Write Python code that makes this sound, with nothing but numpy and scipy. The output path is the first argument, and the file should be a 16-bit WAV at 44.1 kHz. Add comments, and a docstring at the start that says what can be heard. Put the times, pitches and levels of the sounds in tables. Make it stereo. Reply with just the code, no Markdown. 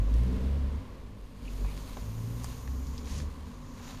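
"""A low drone comes through the walls: probably a vehicle outside, pulling up through two gears, with rumble.
Close by, a dog stands over a puppy on a wooden floor. Fur brushes the boards, claws and teeth tick,
pads squeak on the varnish, the dog sniffs once, the puppy slides.
Under it lie the room's murmur and a faint hiss."""
import sys
import numpy as np
from scipy import signal
from scipy.fft import rfft, irfft, next_fast_len
from scipy.io import wavfile
from scipy.ndimage import map_coordinates

SR = 44100
rng = np.random.default_rng(int(sys.argv[2]) if len(sys.argv) > 2 else 0)


def to_wav(s):
    """Save 16-bit WAV."""
    ch = np.atleast_2d(s).T  # columns
    pcm = np.round(np.clip(ch, -1, 1) * 32767)  # PCM
    wavfile.write(sys.argv[1], SR, pcm.astype(np.int16))


N = 176400

# engine, per gear (time [s], firing rate [Hz], order 1 [dB], order 2 [dB], order 3 [dB])
ENGINE_LOW_GEAR = [(0.0, 46.85, -25.5, -33, -49), (0.09, 51.55, -29, -55, -50),
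                   (0.15, 55.25, -23.5, -41.5, -55), (0.23, 60.6, -25, -31, -40.5),
                   (0.332, 62.17, -32.5, -45, -37), (0.55, 70.66, -28, -43.5, -50.5),
                   (0.66, 68.16, -31, -51, -63), (0.734, 70.7, -34, -54, -54), (0.775, 71, -32.5, -56, -69)]
ENGINE_HIGH_GEAR = [(1.425, 46.06, -38, -66, -61), (1.65, 47, -31, -52, -51),
                    (1.74, 48.46, -43.5, -51, -51), (1.87, 50.47, -38, -57, -60),
                    (1.94, 51.84, -58, -60, -66), (2.03, 53.14, -40, -43, -56),
                    (2.24, 56.5, -53, -35.5, -48), (2.46, 60.6, -36, -42.5, -53.5),
                    (2.62, 62.94, -46, -50, -81), (2.71, 64.86, -33, -48.5, -60),
                    (3.05, 69.36, -42.5, -56, -69), (3.22, 72.6, -35, -41.5, -46),
                    (3.27, 74, -35, -68, -64), (3.31, 72.4, -46, -62, -70), (3.49, 76.3, -44, -64, -70)]
# upper engine orders (order, level re order 3 [dB])
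UPPER_ORDERS = [(4, -7), (5, -19.5), (6, -17.5), (7, -13.5)]

# envelopes (time [s], level [dB])
ROAD_LEVEL = [(0.0, -41), (0.1, -40), (0.35, -36.5), (0.7, -41), (1.29, -51), (1.47, -44.5), (2.28, -46.5),
              (2.91, -50.5), (3.27, -44.5), (3.3, -54.5), (4.0, -54.5)]  # before trim_db
RUMBLE_LEVEL = [(0,-35),(.5,-37),(.85,-43.5),(1.18,-42.5),(1.33,-47.5),(1.6,-42),(2.2,-42.5),(2.8,-42.5),(3.18,-39.5),(3.5,-49.5),(3.8,-45.5),(4,-45)]
MURMUR_GAIN = [(.75,3),(1.3,-5.5),(1.7,1),(2.7,2),(3.05,3.5),(3.55,1.5)]  # added to the mode levels
HISS_LEVEL = [(0,-65.5),(1.1,-75),(1.4,-69.5),(1.52,-58.5),(2.15,-59),(2.45,-54),(2.75,-57),(3.2,-56.5),(3.3,-65.5),(3.62,-63),(3.9,-53.5),(4,-57.5)]
FIZZ_LEVEL = [(0,-78),(1.38,-75),(1.53,-59.5),(2.4,-55),(2.9,-59),(3.3,-78)]  # topmost hiss
FUR_LEVEL = [(0,-75),(.12,-58),(.16,-55.5),(.4,-59),(1.05,-67),(1.36,-61),(1.5,-55.5),(1.62,-55),(1.78,-50.5),(2,-53.5),(2.1,-58),(2.35,-56),(2.5,-51),(2.65,-62),(2.85,-63),(3.05,-53.5),(3.3,-59.5),(3.7,-60.5),(3.83,-55)]

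# noise spectra (frequency [Hz], relative level [dB])
ROAD_SPECTRUM = [(90,-46),(150,-13),(200,-1.5),(275,-1.5),(320,-11.5),(380,-10.5),(450,-9.5),(560,-10),(700,-17),(1050,-27),(1450,-23),(3000,-25.5),(11000,-45.5)]
RUMBLE_SPECTRUM = [(18,-7.5),(30,-9),(41,0.5),(55,-1.5),(75,-12.5),(97,-5.5),(300,-58.5)]
AIR_SPECTRUM = [(180, -41), (300, -3.5), (518, -4.5), (609, -12), (800, -9.5), (2030, -15.5), (2760, -20.5),
                (14000, -42)]
HISS_SPECTRUM = [(500,1),(1500,-5.5),(3500,-1.5),(5400,4.5),(6400,10),(7100,10.5),(7700,-4),(11500,-10),(14000,-0.5)]
FIZZ_SPECTRUM = [(6000,-29),(8500,-1.5),(11500,-4),(14000,-0.5)]
FUR_SPECTRUM = [(150,-28),(500,-2),(1000,7),(1600,1.5),(2600,2),(4500,2.5),(5900,-8),(9500,-5),(12000,-9),(14500,-10.5)]
SNIFF_SPECTRUM = [(300,2),(1000,-1),(2000,3),(3200,4),(5000,4.5),(6800,7),(8000,-3),(10500,-1),(13000,-14)]
SLIDE_SPECTRUM = [(120,-16),(300,-16),(700,1),(1300,1.5),(2300,-4),(4000,-5),(8000,-32)]

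# room resonances (centre [Hz], half-width [Hz], level before MURMUR_GAIN [dB])
MURMUR_MODES = [(95.5,15,-57),(148.3,18,-56.5),(198,18.4,-57.5),(244,13.4,-54.5),(269.2,14,-58),(453.4,19,-66),(555,34,-68),(1044,212,-58.5)]
# claws, pads, teeth (time [s], level [dB], low edge [Hz], high edge [Hz], T60 [s], left-right [dB])
CONTACTS = [(0.14,-49,2500,10000,0.043,-8.5),(0.234,-50,6500,11000,0.012,-4),(1.611,-41,400,700,0.035,7),(1.646,-47,446,1500,0.095,-1),(1.776,-43.5,1500,5500,0.022,2),
            (1.969,-32.5,322,900,0.036,0),(1.9709,-39,1100,3800,0.02,-4),(2.4364,-40,5970,11000,.011,-2),(2.4435,-29,3000,13000,0.0089,-5),(2.4432,-35,550,2205,0.017,-4),
            (2.6765,-33,700,5030,0.0074,-15),(2.869,-45,4500,7000,0.017,-8),(2.979,-42,4220,5000,0.022,-8),(3.056,-46.5,4600,6380,0.023,-13),(3.072,-43,2600,3400,0.023,0),
            (3.201,-34.5,1200,4786,0.011,-9),(3.805,-48,400,1300,0.033,5)]
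# pads on varnish (time [s], release [s], centre [Hz], half-width [Hz], level [dB])
PAD_SLIPS = [(1.448, 0.015, 2670, 550, -51), (1.469, 0.016, 2600, 450, -51), (1.62, .1, 2430, 450, -58.5)]
# dog's sniff, puppy's slide (time [s], rise [s], hold [s], release [s], level [dB])
SNIFF_SWELLS = [(3.035, 0.09, 0.054, 0.089, -47.5)]
SLIDE_SWELLS = [(3.714, 0.11, .22, .15, -52.5)]

# left-right likeness of the noise (frequency [Hz], correlation)
STEREO_CORRELATION = [(60,0.99),(130,0.78),(250,0.95),(500,0.58),(1000,-0.067)]
# microphone mismatch (frequency [Hz], left-right [dB])
MIC_BALANCE = [(200,0),(550,3),(1100,-2.5),(2200,-2),(5000,-5),(9000,2.5),(13000,-1.5)]


def amp(db):
    """Decibels to gain."""
    return 10 ** (np.asarray(db) / 20)


def unit(x):
    """Scale to rms 1."""
    return x / np.sqrt(np.mean(x ** 2) + 1e-20)


def along(points, hz):
    """Interpolate (frequency [Hz], value) on a log axis."""
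    knots_hz, values = np.transpose(points)
    return np.interp(np.log(hz + 1), np.log(knots_hz + 1), values)


def curves(rows):
    """Per-sample values of each column after the time."""
    times_s, *columns = np.transpose(rows)
    return [np.interp(np.arange(N) / SR, times_s, column) for column in columns]


def wobble(rate_hz):
    """Smooth random curve, knots at rate_hz."""
    knots = rng.standard_normal(int(N * rate_hz / SR) + 4)
    return map_coordinates(knots, [np.arange(N) * rate_hz / SR])


def filtered(x, response):
    """Apply a frequency response."""
    size = next_fast_len(N + SR // 2)
    return irfft(rfft(x, size) * response(np.fft.rfftfreq(size, 1 / SR)), size)[..., :N]


def pan(db):
    """Stereo gains for a left-right difference."""
    return unit(amp(np.array([[db], [-db]]) / 2))


def noise(response):
    """Stereo noise, rms 1: alike in the bass, unrelated in the treble."""
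    def mid_side(hz):
        angle = np.arccos(np.clip(along(STEREO_CORRELATION, hz), -1, 1)) / 2
        return response(hz) * np.array([np.cos(angle), np.sin(angle)])
    mid, side = filtered(rng.standard_normal((2, N)), mid_side)
    return unit(np.array([mid + side, mid - side]))


def rush(spectrum):
    """Noise with a tabled spectrum."""
    return noise(lambda hz: amp(along(spectrum, hz)))


def band(centre_hz, half_width_hz):
    """Noise in one resonance, 12 dB down at the half-width."""
    return noise(lambda hz: 1 / (1 + ((hz - centre_hz) / half_width_hz) ** 2) ** 2)


def swell(start_s, rise_s, hold_s, release_s):
    """Smooth rise, hold and release."""
    corners_s = start_s + np.cumsum([0, rise_s, hold_s, release_s])
    return np.sin(np.pi / 2 * np.interp(np.arange(N) / SR, corners_s, [0, 1, 1, 0])) ** 2


def engine(gear, jitter=0.0032, flutter_db=1, waver_db=1, fade_s=0.025):
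    """The firing rate climbs through one gear; only its lowest orders pass the walls."""
    firing_hz, first_db, second_db, third_db = curves(gear)
    phase = 2 * np.pi * np.cumsum(firing_hz * (1 + jitter * wobble(24.65))) / SR
    orders = [(1, first_db), (2, second_db), (3, third_db)]
    orders += [(k, third_db + db + flutter_db * wobble(16)) for k, db in UPPER_ORDERS]
    drone = sum(amp(db) * np.sin(k * phase + rng.uniform(0, 2 * np.pi)) for k, db in orders)
    start_s, end_s = gear[0][0], gear[-1][0]
    gate = swell(start_s - fade_s, fade_s, end_s - start_s, fade_s)
    return np.sqrt(2) * drone * amp(waver_db * wobble(28.08)) * gate


def road(trim_db=-6):
    """Dull road noise and a deep rumble come with the engine."""
    roll = amp(curves(ROAD_LEVEL)[0] + trim_db) * rush(ROAD_SPECTRUM)
    rumble = amp(curves(RUMBLE_LEVEL)[0]) * rush(RUMBLE_SPECTRUM)
    return roll + rumble


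def murmur():
    """Room resonances and air, drifting together in level."""
    modes = sum(amp(db) * band(hz, half_width_hz) for hz, half_width_hz, db in MURMUR_MODES)
    air = amp(-57) * rush(AIR_SPECTRUM)
    return amp(curves(MURMUR_GAIN)[0]) * (modes + air) * pan(db=-2)


def hiss(flicker_db=1.1):
    """A high hiss comes and goes on the right."""
    high = amp(curves(HISS_LEVEL)[0] + flicker_db * wobble(15)) * rush(HISS_SPECTRUM)
    fizz = amp(curves(FIZZ_LEVEL)[0]) * rush(FIZZ_SPECTRUM)
    return (high + fizz) * pan(db=-15.5)


def scratches(rate_hz=30, decay_s=0.0013, gain_db=1.5):
    """Stiff hairs snag and let go: tiny bright bursts."""
    snags = (rng.random(N) < rate_hz / SR) * rng.random(N)
    decay = np.exp(-np.arange(SR // 20) / SR / decay_s)
    return amp(gain_db) * signal.fftconvolve(snags, decay)[:N] * band(4600, 3500)


def fur(stroke_db=1.3, grain_db=2):
    """Hairs catch and slip on the boards as the puppy wriggles; a whole-body slide is duller."""
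    grains = unit(amp(stroke_db * wobble(21.82) + grain_db * wobble(350)))
    brush = amp(curves(FUR_LEVEL)[0]) * (rush(FUR_SPECTRUM) + scratches())
    slide = sum(amp(db) * swell(*timing_s) for *timing_s, db in SLIDE_SWELLS) * rush(SLIDE_SPECTRUM)
    return (brush + slide) * grains * pan(db=2)


def ticks(tilt=0.55, snap=0.85, attack_s=0.0006):
    """Each claw, pad or tooth contact: one clean snap and a damped crackle, in the contact's band."""
    out = np.zeros((2, N + SR))
    t = np.arange(SR // 8) / SR
    j_hz = 1j * (np.fft.rfftfreq(len(t), 1 / SR) + 1)
    edge = lambda ratio: 1 / (1 + np.sqrt(2) * ratio + ratio * ratio) ** 2  # 24 dB/octave
    for start_s, db, low_hz, high_hz, t60_s, pan_db in CONTACTS:
        envelope = amp(db - 60 * t / t60_s) * (1 - np.exp(-t / attack_s))
        force = envelope * rng.standard_normal((2, len(t)))
        force[:, np.argmax(envelope) // 2] += snap * np.linalg.norm(envelope)
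        response = edge(low_hz / j_hz) * edge(j_hz / high_hz) / j_hz ** tilt
        rms_gain = np.sqrt(np.mean(abs(response) ** 2) * (1 + snap ** 2))
        tick = irfft(rfft(force) * response, len(t)) / rms_gain
        onset = round(start_s * SR)
        out[:, onset:onset + len(t)] += tick * pan(pan_db)
    return out[:, :N]


def room(x, t60_s=0.077, echo_db=-2.5):
    """Add the short echo of a furnished room."""
    t = np.arange(SR // 2) / SR
    tail = rng.standard_normal((2, len(t))) * amp(-60 * t / t60_s)
    tail /= np.linalg.norm(tail[0])
    return x + amp(echo_db) * signal.fftconvolve(x, tail, axes=1)[:, :N]


def squeaks(rough_db=2):
    """Pads slip briefly on the varnish."""
    slips = sum(amp(db) * swell(start_s, release_s / 2, 0, release_s) * band(hz, half_width_hz)
                for start_s, release_s, hz, half_width_hz, db in PAD_SLIPS)
    return slips * amp(rough_db * wobble(120))


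def sniff(flutter_db=1):
    """Air hisses unevenly through the dog's nose, buried in fur."""
    flow = sum(amp(db) * swell(*timing_s) for *timing_s, db in SNIFF_SWELLS)
    return flow * amp(-flutter_db * wobble(190)) * rush(SNIFF_SPECTRUM) * pan(db=-3)


def scene():
    """Dogs close by, vehicle beyond the walls, room background."""
    dogs = room(ticks() + squeaks()) + fur() + sniff()
    vehicle = engine(ENGINE_LOW_GEAR) + engine(ENGINE_HIGH_GEAR) + road()
    return dogs + vehicle + murmur() + hiss()


def record(dry):
    """Two band-limited microphones, slightly unlike in colour."""
    top_hz = 14350
    return filtered(dry, lambda hz: amp(np.outer([.5, -.5], along(MIC_BALANCE, hz))) * (hz < top_hz))


dry = scene()
out = record(dry)
to_wav(out)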